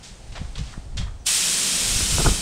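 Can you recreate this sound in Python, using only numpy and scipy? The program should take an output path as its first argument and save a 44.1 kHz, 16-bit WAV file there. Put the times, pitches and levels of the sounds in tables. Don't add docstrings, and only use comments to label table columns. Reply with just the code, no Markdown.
import sys
import numpy as np
from scipy import signal
from scipy.fft import rfft, irfft, next_fast_len
from scipy.io import wavfile
from scipy.ndimage import uniform_filter1d, map_coordinates

SR = 44100
rng = np.random.default_rng(int(sys.argv[2]) if len(sys.argv) > 2 else 0)


def file_out(sig):
    cols = np.atleast_2d(sig).T
    lim = np.clip(cols, -1, 1)
    pcm = np.round(lim * 32767).astype(np.int16)
    wavfile.write(sys.argv[1], SR, pcm)


N = 106281


def amp(db):
    return 10 ** (np.asarray(db) / 20)


def unit(x):
    return x / np.sqrt(np.mean(x ** 2) + 1e-20)


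def clock():
    return np.arange(N) / SR


def curve(rows):
    return np.interp(clock(), *np.transpose(rows))


def along(points, hz):
    point_hz, value = np.transpose(points)
    return np.interp(np.log(hz + 1), np.log(point_hz + 1), value)


def filtered(x, response):
    size = next_fast_len(N + SR // 2)
    spectrum = rfft(x, size) * response(np.fft.rfftfreq(size, 1 / SR))
    return irfft(spectrum, size)[..., :N]


def noise(spectrum):
    return unit(filtered(rng.standard_normal(N), lambda hz: amp(along(spectrum, hz))))


def even(x, size):
    power = uniform_filter1d(uniform_filter1d(x ** 2, size), size)
    return unit(x / np.sqrt(np.abs(power) + 0.068))


def whistle(centre_hz, width_hz):
    band = lambda hz: 1 / (1 + (2 * (hz - centre_hz) / width_hz) ** 2)
    return unit(filtered(rng.standard_normal(N), band))


def wobble(rate_hz):
    return map_coordinates(rng.standard_normal(N // 10), [clock() * rate_hz], mode="wrap")


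def bursts(rows):
    t = clock()
    return sum(amp(db) * np.sin(np.pi * np.clip((t - s) / length_s, 0, 1)) for s, length_s, db in rows)


YARD_DB = -49
# frequency in Hz, relative level in dB.
YARD_SPECTRUM = [(40, -5), (180, 0.5), (300, -8), (450, -10), (800, -9), (1100, -19.5), (1600, -22),
                 (4000, -49)]
# frequency in Hz, relative level in dB.
AIR_SPECTRUM = [(200, -20), (700, -7), (1200, -1), (2000, 1), (4000, 1), (6500, -1), (8900, -0.5),
                (9800, -10), (11200, -19.5), (13000, -24), (15600, -36)]
# time in seconds, level in dB.
AIR_LEVEL = [(0, -52.5), (.22, -52.5), (.45, -51), (.76, -51), (.88, -56), (1.2, -58)]


def background():
    return amp(YARD_DB) * noise(YARD_SPECTRUM) + amp(curve(AIR_LEVEL)) * noise(AIR_SPECTRUM)


# time in seconds, level in dB.
GUST_LEVEL = [(0.0, -43.5), (0.05, -62), (0.11, -37.5), (0.17, -49.5), (0.33, -32.5), (0.35, -42),
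              (0.42, -30), (0.55, -35.5), (0.6, -26), (0.75, -45), (0.78, -31.5), (0.82, -40.5),
              (1.01, -23.5), (1.29, -47.5), (1.72, -49), (1.97, -23.5), (1.99, -44), (2.03, -22.5),
              (2.07, -41), (2.11, -22.5), (2.24, -24.5), (2.28, -15), (2.32, -21.5), (2.41, -39)]
# frequency in Hz, relative level in dB.
RUMBLE_SPECTRUM = [(10, -10), (25, 2), (48, 0.5), (80, -7.5), (125, -13), (190, -27.5), (350, -49),
                   (800, -72), (2000, -100)]
# start in seconds, length in seconds, level in dB.
THUMPS = [(.405, 0.028, -27.5), (.57, 0.065, -28.5), (.955, 0.014, -30.5), (.985, 0.053, -32.5),
          (2.18, 0.034, -22.5), (2.245, 0.064, -18.5), (2.3, 0.04, -28)]
# frequency in Hz, relative level in dB.
THUMP_SPECTRUM = [(30, -1.5), (90, 0.5), (170, 1.5), (240, -14), (350, -29), (500, -24), (1200, -55),
                  (3000, -100)]
# start in seconds, length in seconds, level in dB.
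SPUTTERS = [(2.004, 0.0073, -25.5), (2.182, 0.0049, -20), (2.192, 0.02, -23), (2.213, 0.015, -27),
            (2.243, 0.019, -24.5), (2.258, 0.018, -16), (2.281, 0.015, -21), (2.29, .07, -36.5)]
# frequency in Hz, relative level in dB.
SPUTTER_SPECTRUM = [(80, -7.5), (200, 4.5), (310, 7), (520, -3.5), (850, -2.5), (1150, -3.5), (1430, 0.5),
                    (1620, -16), (3000, -50)]


def wind():
    rumble = amp(curve(GUST_LEVEL)) * even(noise(RUMBLE_SPECTRUM), size=1400)
    thumps = bursts(THUMPS) * even(noise(THUMP_SPECTRUM), size=500)
    sputters = bursts(SPUTTERS) * even(noise(SPUTTER_SPECTRUM), size=150)
    return rumble + thumps + sputters


KNOCK_HZ, KNOCK_T60_S = 140, 0.015
# start in seconds, level in dB.
KNOCKS = [(.417, -18.5), (0.778, -15.5), (2.008, -19)]


def knocks():
    out = np.zeros(N)
    for s, db in KNOCKS:
        age = np.maximum(clock() - s, 0)
        out += amp(db - 60 * age / KNOCK_T60_S) * np.sin(2 * np.pi * KNOCK_HZ * age)
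    return out


WET_DB = -7
# frequency in Hz, t60 in seconds.
CARPORT_T60 = [(200, 0.74), (3000, 0.3), (12000, 0.46)]


def carport(x):
    hz, t, bands = signal.stft(rng.standard_normal(SR // 2), SR, nperseg=256)
    decay = amp(-60 * t / along(CARPORT_T60, hz)[:, None])
    tail = signal.istft(bands * decay, SR, nperseg=256)[1]
    delayed = np.pad(tail / np.linalg.norm(tail), (SR // 200, 0))
    return signal.fftconvolve(x, delayed)[:N]


TAP_T60_S = 0.078
# start in seconds, level in dB.
TAPS = [(0.729, -45.5), (.738, -47), (1.068, -40.5), (1.081, -50)]
# frequency in Hz, relative level in dB.
TAP_SPECTRUM = [(300, -25), (800, -6.5), (1100, -0.5), (1450, 0), (1900, -7), (3000, -17), (9000, -44)]


def taps():
    t = clock()
    envelope = sum((t > s) * amp(db - 60 * np.maximum(t - s, 0) / TAP_T60_S) for s, db in TAPS)
    return noise(TAP_SPECTRUM) * envelope


CLINK_ATTACK_S = 0.00058
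# start in seconds, level in dB, share of the free ring time.
CLINKS = [(.555, -31, 0.19), (.977, -33.5, 0.98)]
# frequency in Hz, relative level in dB, free t60 in seconds.
FITTING_MODES = [(3285, -7, 0.35), (3480, -5.5, 0.14), (3630, 5, .05), (4300, -4, .12), (7600, -14, 0.21)]


def fitting():
    out = np.zeros(N)
    for s, db, free_share in CLINKS:
        age = np.maximum(clock() - s, 0)
        ring = np.zeros(N)
        for hz, mode_db, t60_s in FITTING_MODES:
            phase = 2 * np.pi * hz * age + wobble(200)
            ring += amp(mode_db - 60 * age / (free_share * t60_s)) * np.sin(phase)
        out += amp(db) * ring * (1 - np.exp(-age / CLINK_ATTACK_S))
    return out


GRIT_PER_S, GRIT_SHARE = 2200, 0.38
# start in seconds, rise in seconds, hold in seconds,
# decay to -60 dB in seconds, level in dB, tilt in dB per octave (above 900 Hz).
SCUFFS = [(0.025, 0.013, 0.0089, 0.42, -42, 4), (0.319, .002, .002, 0.44, -47, -1.5),
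          (0.332, .02, 0.075, 0.3, -50, -3), (0.352, 0.0027, 0.026, 0.1, -38, -5.5),
          (0.5564, .001, .003, 0.12, -39, -1), (0.574, 0.0054, 0.0085, 0.16, -38, .5),
          (0.601, 0.036, 0.096, 0.06, -47.5, 0), (.969, 0.0025, 0.015, .12, -33.5, 2),
          (1.005, 0.0033, 0.0041, 0.23, -40.5, -3.5)]
# frequency in Hz, relative level in dB.
SOLE_SPECTRUM = [(200, -14), (700, -2.5), (1800, -2), (3400, 1.5), (5000, -1.5), (7800, -5.5),
                 (9000, -12.5), (9900, -21), (11300, -30), (13500, -37), (15600, -42)]


def shoes():
    out = np.zeros(N)
    for s, rise_s, hold_s, decay_s, db, tilt_db in SCUFFS:
        age = clock() - s
        decay = amp(-60 * np.maximum(age - rise_s - hold_s, 0) / decay_s)
        envelope = np.clip(age / rise_s, 0, 1) * decay
        grit = unit((rng.random(N) < GRIT_PER_S / SR) * rng.standard_normal(N))
        rub = np.sqrt(GRIT_SHARE) * grit + np.sqrt(1 - GRIT_SHARE) * rng.standard_normal(N)
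        colour = lambda hz: amp(along(SOLE_SPECTRUM, hz) + tilt_db * np.log2(np.maximum(hz, 900)))
        out += amp(db) * envelope * unit(filtered(rub, colour))
    return out


TRIGGER_S = 1.248
LEAK_S, LEAK_DB, LEAK_HZ, LEAK_WIDTH_HZ = 1.185, -60, 5960, 450


def leak():
    return bursts([(LEAK_S, TRIGGER_S - LEAK_S, LEAK_DB)]) * whistle(LEAK_HZ, LEAK_WIDTH_HZ)


OPEN_S, SHUT_DB = 0.019, -41
SURGE_DB, SURGE_S = 1, 0.1
TURN_DB, TURN_S, TURN_HZ = 3, 0.19, 7000
SOUND_M_PER_S = 343
WALL_M, WALL_M_PER_S, WALL_ECHO = 2.6, 0.035, 0.19
DECK_ECHO = 0.096
DRUM_DB, DRUM_RISE_S = -36.5, 0.3
# time in seconds, level in dB.
JET_LEVEL = [(1.27, -21.5), (1.56, -22), (1.8, -22.5), (2.05, -23), (2.25, -23), (2.33, -25), (2.41, -28.5)]
# frequency in Hz, relative level in dB.
HISS_SPECTRUM = [(150, -30), (400, -18.5), (600, -16), (950, -14), (1500, -10), (2250, -6), (2600, -6),
                 (3200, -2), (3900, -1.5), (4500, -2.5), (5400, 0), (6400, -1.8), (7600, 0.5), (8900, -2),
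                 (9600, -5), (10700, -9), (11300, -14.5), (12500, -16), (14000, -20), (15600, -26)]
# centre in Hz, width in Hz, level in dB relative to the hiss.
NOZZLE_BANDS = [(2580, 280, -17.5), (3140, 260, -18.5), (5350, 370, -25), (8700, 660, -12.5)]
# time in seconds, extra path in metres.
DECK_DETOUR = [(1.25, 0.93), (1.55, .62), (1.8, 0.507), (2.41, 0.438)]
# frequency in Hz, relative level in dB.
DRUM_SPECTRUM = [(40, -18), (110, -24), (160, 0.5), (195, -2.5), (250, -9.5), (340, -11), (500, -13),
                 (800, -18), (1400, -17.5), (2500, -46)]


def spray():
    t = clock()
    age = np.maximum(t - TRIGGER_S, 0)
    valve = (age > 0) * amp(SHUT_DB * (1 - np.minimum(age / OPEN_S, 1)))

    nozzle = sum(amp(db) * whistle(centre_hz, width_hz) for centre_hz, width_hz, db in NOZZLE_BANDS)
    jet = noise(HISS_SPECTRUM) + nozzle
    echo = lambda metres: map_coordinates(jet, [(t - metres / SOUND_M_PER_S) * SR], order=5)
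    deck = DECK_ECHO * echo(curve(DECK_DETOUR))
    wall = WALL_ECHO * echo(WALL_M + WALL_M_PER_S * age)
    heard = unit(jet + deck + wall)

    treble = filtered(heard, lambda hz: 1 - np.exp(-(hz / TURN_HZ) ** 2))
    heard = heard + (amp(TURN_DB * np.exp(-age / TURN_S)) - 1) * treble

    flutter_db = 0.21 * wobble(25.1) + 0.32 * wobble(200)
    flow_db = curve(JET_LEVEL) + SURGE_DB * np.exp(-age / SURGE_S) + flutter_db
    drum = amp(DRUM_DB) * (1 - np.exp(-age / DRUM_RISE_S)) * noise(DRUM_SPECTRUM)
    return valve * (amp(flow_db) * heard + drum)


def scene():
    moves = shoes() + fitting() + taps()
    painter = moves + amp(WET_DB) * carport(moves)
    mono = background() + wind() + knocks() + painter + leak() + spray()
    return np.array([mono, mono])


TOP_HZ = 15720
# frequency in Hz, side level in dB.
SIDE_SPECTRUM = [(9500, -68.5), (10800, -48), (11600, -12), (13500, 3), (15600, -8)]


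def record(dry):
    smear = rng.standard_normal(SR // 200)
    smeared = signal.fftconvolve(dry[0], smear / np.linalg.norm(smear))[:N]
    side = filtered(smeared, lambda hz: amp(along(SIDE_SPECTRUM, hz)))
    return filtered(dry + np.array([side, -side]), lambda hz: hz < TOP_HZ)


dry = scene()
out = record(dry)
file_out(out)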